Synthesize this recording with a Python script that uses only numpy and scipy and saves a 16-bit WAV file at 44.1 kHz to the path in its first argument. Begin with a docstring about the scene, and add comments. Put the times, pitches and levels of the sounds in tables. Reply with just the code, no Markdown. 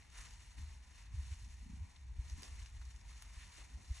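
"""A bare wood in light wind. Close by, dry leaves rustle in uneven swells, their countless contacts
adding up to a crackling hiss; leaves scuff, litter crunches and a few twigs snap faintly, each snap
an impulse that excites a broad resonance. Turbulent air rumbles, bumps and flutters on the
microphone, one low whirr passes as a quick train of pulses, and far trees hush underneath."""
import sys
import numpy as np
from scipy import signal
from scipy.fft import rfft, irfft
from scipy.io import wavfile
from scipy.ndimage import uniform_filter1d

SR = 44100
rng = np.random.default_rng(int(sys.argv[2]) if len(sys.argv) > 2 else 0)


def log_audio(samples):
    """Write samples as a 16-bit WAV file to the path given in sys.argv[1]."""
    # one column per channel
    frames = np.atleast_2d(samples).T
    # limit to full scale, then quantise
    limited = np.clip(frames, -1, 1)
    pcm = np.round(limited * 32767).astype(np.int16)
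    wavfile.write(sys.argv[1], SR, pcm)


N = 176400

# The rustle as heard, its treble cut above 12 kHz. Each row: frequency in Hz, relative level in dB.
RUSTLE_SPECTRUM = [(240, -43), (400, -28), (481, -9), (532, -20), (649, -11), (876, -12), (968, -5.5),
                   (1550, -7.5), (1840, -0.5), (2150, -3.5), (2980, -5.5), (3300, -11.5), (3640, -4),
                   (3910, -12), (4200, -2.5), (4510, -11.5), (4980, -12.5), (5580, -5), (6260, -3.5),
                   (8930, -13), (10400, -13.5), (11200, -19), (12000, -39.5), (15700, -41), (22000, -120)]


def from_db(db):
    """Amplitude grows tenfold with every 20 dB."""
    return 10 ** (np.asarray(db) / 20)


def unit_rms(x):
    """Dividing by the root mean square gives unit power."""
    return x / np.sqrt(np.mean(x ** 2) + 1e-20)


def unit_mid(pair):
    """Scales a stereo pair so that its mid, the mean of both channels, has unit variance."""
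    return pair / np.std(pair.mean(0))


def seconds():
    """Uniform sampling: the time of every sample."""
    return np.arange(N) / SR


def swell(centre, half_length):
    """A Gaussian envelope, down to 1/e at half_length seconds either side of its centre."""
    return np.exp(-((seconds() - centre) / half_length) ** 2)


def in_time(points):
    """Linear interpolation of (seconds, value) points at every sample."""
    return np.interp(seconds(), *np.transpose(points))


def gains(points):
    """A magnitude response: (Hz, dB) points joined along a logarithmic frequency axis."""
    hz, db = np.transpose(points)
    return from_db(np.interp(np.log(np.arange(N // 2 + 1) * SR / N + 1), np.log(hz), db))


def drift(corner_hz):
    """Low-pass filtered noise wanders slowly, with a spread of about 1."""
    hop, settle = 40, 2000  # samples per step, steps for the filter to settle
    pole = np.exp(-2 * np.pi * corner_hz * hop / SR)
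    white = rng.standard_normal(N // hop + settle + 2)
    slow = signal.lfilter([1], [1, -2 * pole, pole * pole], white)[settle:]
    return np.interp(np.arange(N) / hop, np.arange(len(slow)), unit_rms(slow))


def stereo(pair, spectrum):
    """Mid-side stereo: two signals are filtered, and their sum and difference form the channels."""
    # Stereo image as heard: nearly mono at 5.7-7.4 kHz, almost all side above 12 kHz.
    # Each row: frequency in Hz, side relative to mid in dB.
    side_level = [(40, -23), (70, -14), (120, -8), (180, -5), (400, 0), (750, 2), (1000, -7), (1450, -10),
                  (1800, -17), (2250, -10), (2700, -5), (3300, -3), (3550, -8), (3850, 0), (4200, -11),
                  (4550, 3), (5050, 3), (5450, -11), (5750, -28), (7400, -28), (7800, -12), (10000, -3),
                  (11500, 5), (12300, 6), (15500, 13)]
    # Balance. Each row: frequency in Hz, left relative to right in dB.
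    left_level = [(100, 0.5), (220, -3), (400, 0), (900, 1.5), (1800, -1.5), (2600, 6), (3400, 5),
                  (4200, 1), (4700, 9), (5500, 0)]
    # Phase between the channels. Each row: frequency in Hz, lead of the left in radians.
    left_phase = [(100, 0), (240, .55), (480, 0), (690, .7), (950, -.2), (1500, -.2), (2150, .4),
                  (2900, -.5), (3650, -.2), (3950, -1.0), (4300, -.7), (4750, -1.6), (5150, 1.0), (5700, 0),
                  (7500, 0), (10000, -1.3), (11300, -2.0), (11800, -2.7), (12200, -2.95)]
    mid, side = rfft(pair) * gains(spectrum)
    lean = gains(left_level)
    lead = np.interp(np.arange(N // 2 + 1) * SR / N, *np.transpose(left_phase))
    mid_to_side = (lean - 1) / (lean + 1) + 1j * np.tan(np.clip(lead, -3, 3) / 2)
    side = side * gains(side_level) + mid * mid_to_side
    return irfft(np.array([mid + side, mid - side]), N)


def noise(spectrum):
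    """White noise takes on the spectrum of the filter it passes through."""
    return unit_mid(stereo(rng.standard_normal((2, N)), spectrum))


def resonate(force, hz, q):
    """A damped resonator passes a band about hz / q wide."""
    return signal.lfilter(*signal.iirpeak(hz, q, fs=SR), force)


def far_trees(level_db=-71.5, waver_db=1.2):
    """Incoherent sound from distant trees sums to a smooth hush that wavers slightly."""
    # The hush as heard. Each row: frequency in Hz, relative level in dB.
    spectrum = [(100, 1.5), (220, -3.5), (400, -16.5), (560, -18), (780, -11.5), (970, -4.5), (1200, -23.5),
                (1500, -18), (1900, -12.5), (2400, -11), (2900, -36.5), (4200, -32.5), (10000, -36),
                (12500, -64)]
    return from_db(level_db + waver_db * drift(corner_hz=5.2)) * noise(spectrum)


def wind_rumble(gain_db=1.5, compression=0.27):
    """Turbulent pressure on the microphone makes low noise that follows the strength of the wind."""
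    # Strength of the wind. Each row: time in seconds, relative level in dB.
    strength = [(0, -61), (0.15, -63), (0.2, -51.5), (0.3, -57.5), (0.53, -60), (0.6, -51), (0.72, -54),
                (0.92, -61), (1.08, -56.5), (1.16, -48), (1.28, -51), (1.36, -58), (1.41, -51.5),
                (1.6, -54.5), (1.81, -49.5), (1.89, -65.5), (2.02, -57), (2.13, -49), (2.25, -53),
                (2.38, -48), (2.45, -64), (2.51, -50.5), (2.63, -50.5), (2.71, -60), (2.755, -52),
                (2.9, -55.5), (3.0, -58), (3.11, -53), (3.2, -60), (3.32, -56), (3.41, -60.5), (3.46, -53),
                (3.52, -66.5), (3.57, -55.5), (3.7, -62), (4.0, -55.5)]
    # Spectrum of the rumble. Each row: frequency in Hz, relative level in dB.
    spectrum = [(15, -50), (25, -20), (38, -3), (52, 3.5), (68, 2.5), (85, -7), (120, -15.5), (160, -28.5),
                (220, -36), (400, -43), (700, -86), (1500, -120)]
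    rumble = noise(spectrum)
    power = uniform_filter1d(np.abs(signal.hilbert(rumble.mean(0))) ** 2, size=2500) / 2
    evened = unit_rms(rumble / (power + 0.05) ** (compression / 2))  # softens chance surges
    return from_db(gain_db + in_time(strength)) * evened


def flutters():
    """Passing eddies modulate a band of noise that lies above the rumble."""
    # Eddies. Each row: centre in seconds, level in dB, half length in seconds.
    eddies = [(0.597, -67, 0.034), (1.128, -69, 0.022), (1.46, -69.5, 0.043), (1.713, -63.5, 0.065),
              (1.833, -68.5, 0.078), (2.192, -69, 0.024), (2.392, -61, 0.023), (3.753, -67, 0.067),
              (3.904, -66, 0.021)]
    # Spectrum of a flutter. Each row: frequency in Hz, relative level in dB.
    spectrum = [(60, -28), (120, 7.5), (200, 6), (260, 1.5), (330, -8.5), (500, -70), (1200, -100)]
    return sum(from_db(db) * swell(centre, half) for centre, db, half in eddies) * noise(spectrum)


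def air_bumps():
    """Each bump of air is a pressure wave packet: a few low cycles under a Gaussian envelope."""
    # Each row: centre in seconds, envelope peak in dB, pitch in Hz, Gaussian sigma in seconds.
    packets = [(0.631, -45.5, 73.3, 0.044), (1.148, -39.5, 96, 0.0073), (1.194, -32.5, 61, 0.011),
               (1.326, -38, 76, 0.0095), (1.83, -41, 81, 0.012), (2.196, -33, 62, 0.0061),
               (2.332, -36, 64.7, 0.013), (2.389, -45, 70.5, .011), (2.849, -43, 62.7, 0.059),
               (3.38, -39.5, 55.6, 0.0071), (3.759, -41.5, 61, .013), (3.914, -32, 61.3, 0.0073)]
    t, out = seconds(), 0
    for centre, db, hz, sigma in packets:
        envelope = from_db(db) * swell(centre, np.sqrt(2) * sigma)
        out += envelope * np.cos(2 * np.pi * (hz * (t - centre) + rng.random()))
    return out


def whirr(centre_s=1.701, level_db=-48.5, beat_rate_hz=28, pitch_hz=198, beat_sigma_s=0.0038):
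    """A nearly periodic train of soft tone pulses swells and fades, heard as a whirr like small wings."""
    beats = centre_s + (np.arange(-6, 7) + rng.normal(0, 0.02, 13)) / beat_rate_hz
    t, train = seconds(), 0
    for beat in beats:
        train += swell(beat, np.sqrt(2) * beat_sigma_s) * np.cos(2 * np.pi * pitch_hz * (t - beat))
    return from_db(level_db) * swell(centre_s, half_length=0.062) * train


def litter_crunches():
    """Leaf litter gives way in bursts of dull noise that start abruptly and decay exponentially."""
    # Each row: start in seconds, level in dB, decay time in seconds.
    bursts = [(0.169, -74.5, 0.066), (2.425, -63, 0.053), (3.579, -69, 0.08), (3.772, -74, 0.13)]
    # Spectrum of a crunch. Each row: frequency in Hz, relative level in dB.
    spectrum = [(150, -8), (300, -0.5), (500, -9), (750, -5), (1200, -13.5), (2500, -36), (8000, -73)]
    t, envelope = seconds(), 0
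    for start, db, decay in bursts:
        envelope += from_db(db) * (t > start) * np.exp(-np.abs(t - start) / decay)
    return envelope * noise(spectrum)


def twig_snaps(decay_s=0.0012, tail_s=0.01, tail_db=-6.5, direct_db=-8, gain_db=-9):
    """Brittle fracture: a crack of a few milliseconds with a short tail excites one broad resonance."""
    # Each row: start in seconds, relative level in dB, resonance in Hz.
    snaps = [(0.101, -51, 7100), (0.2684, -52, 1770), (0.308, -46.5, 6500), (0.337, -51, 6000),
             (0.578, -61, 2450), (2.2984, -44, 6000), (2.4212, -37.5, 11500), (2.4317, -36.5, 6000),
             (2.4525, -47, 6450), (2.48, -49, 7500), (2.619, -52, 2160), (2.6602, -44.5, 5800),
             (2.815, -55, 1020), (2.852, -50, 6250), (2.9612, -51, 6500), (3.012, -54, 5500),
             (3.2226, -36.5, 11200), (3.801, -61.5, 500), (3.9669, -56, 6600)]
    # Tone of the snaps as heard, the treble cut above 12 kHz. 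Each row: frequency in Hz, gain in dB.
    heard_tone = [(150, -24), (400, -12), (800, 4.5), (3500, 2), (4800, -5), (6300, -1.5), (10500, -12),
                  (11500, -14), (12300, -36), (15500, -31)]
    out = np.zeros((2, N))
    for start, db, hz in snaps:
        age = np.maximum(seconds() - start, 0)
        envelope = (age > 0) * (np.exp(-age / decay_s) + from_db(tail_db) * np.exp(-age / tail_s))
        crack = envelope * rng.standard_normal((2, N)) + 1e-18
        ring = resonate(crack, hz, q=3) * np.sqrt(SR / hz)  # similar power at any bandwidth
        out += from_db(db + gain_db) * (ring + from_db(direct_db) * crack)
    return stereo(out, heard_tone)


def crackles(ticks_per_s=2000, spread_db=2):
    """Leaf edges tick as a Poisson process; each impulse rings briefly in one of 22 resonances."""
    out, pitches_hz = np.zeros((2, N)), np.geomspace(900, 11000, 22)
    for hz in pitches_hz:
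        struck = rng.random(N) < ticks_per_s / len(pitches_hz) / SR
        sizes = from_db(spread_db * np.minimum(rng.exponential(1, N), 4))
        polarity = np.sign(rng.random((2, N)) - 0.5)
        out += resonate(struck * sizes * polarity + 1e-18, hz, q=7.5)
    return unit_mid(stereo(out, RUSTLE_SPECTRUM))


def leaf_scuffs():
    """Friction of one leaf dragging over another gives a grainy burst around one broad resonance."""
    # Each row: centre in seconds, level in dB, resonance in Hz, half length in seconds.
    scuffs = [(0.196, -64, 1470, 0.042), (0.2, -63, 9400, 0.05), (1.322, -66, 2300, .025),
              (1.961, -68.5, 3970, 0.011), (3.42, -61.5, 2230, 0.021)]
    grains, out = crackles(), 0
    for centre, db, hz, half in scuffs:
        out += from_db(db) * swell(centre, half) * unit_mid(resonate(grains, hz, q=1.6))
    return out


def leaf_rustle(hiss_db=-2.5, crackle_db=-6.5, flicker_db=1.46, crossover_hz=3500):
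    """Countless soft contacts superpose into a crackling hiss; each swell has its own share of treble."""
    # Swells of the rustle. Each row: time in seconds, relative level in dB.
    swells = [(0, -67.5), (0.09, -70.5), (0.125, -64.5), (0.17, -57), (0.25, -57), (0.29, -63),
              (0.4, -65.5), (0.565, -67.5), (0.59, -62.5), (0.72, -66), (0.79, -70), (0.94, -67.5),
              (0.96, -63), (1.03, -64), (1.09, -71.5), (1.14, -65), (1.26, -64), (1.33, -61), (1.44, -66.5),
              (1.64, -66.5), (1.73, -70.5), (1.93, -69.5), (2.0, -71.5), (2.07, -75.5), (2.14, -73.5),
              (2.17, -70), (2.3, -64), (2.34, -64), (2.44, -60), (2.5, -61.5), (2.6, -61.5), (2.72, -68),
              (2.8, -68), (2.97, -66), (3.06, -69), (3.1, -61.5), (3.16, -66), (3.3, -64.5), (3.41, -62),
              (3.5, -64.5), (3.61, -59.5), (3.68, -66.5), (3.85, -66.5), (3.97, -57.5), (4.0, -60.5)]
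    # Brightness, taken about its mean. Each row: time in seconds, treble against the rest in dB.
    brightness = [(0, -7), (.15, -5), (.32, -1.5), (.8, -3.5), (1.0, -4), (1.1, -6.5), (1.2, -1.5),
                  (1.55, 0.5), (1.8, -3.5), (2.1, -4.5), (2.35, -0.5), (2.6, -3), (3.1, -3), (3.42, -3.5),
                  (3.6, -3), (3.96, -0.5)]
    rustle = from_db(hiss_db) * noise(RUSTLE_SPECTRUM) + from_db(crackle_db) * crackles()
    treble = signal.sosfiltfilt(signal.butter(2, crossover_hz, "high", fs=SR, output="sos"), rustle)
    treble_db = in_time(brightness)
    tilt = from_db((treble_db - treble_db.mean()) / 2)  # half lifts the treble, half lowers the rest
    envelope = from_db(in_time(swells) + flicker_db * drift(corner_hz=22))
    return envelope * (treble * tilt + (rustle - treble) / tilt)


def scene():
    """Linear superposition: the pressures of all sources add."""
    nearby = leaf_rustle() + leaf_scuffs() + twig_snaps() + litter_crunches()
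    return nearby + wind_rumble() + flutters() + air_bumps() + whirr() + far_trees()


def record(dry):
    """Band limiting: a steep low-pass filter removes the highest treble."""
    stop_hz, stop_db = 16300, 60
    return signal.sosfilt(signal.cheby2(14, stop_db, stop_hz, fs=SR, output="sos"), dry)


dry = scene()
out = record(dry)
log_audio(out)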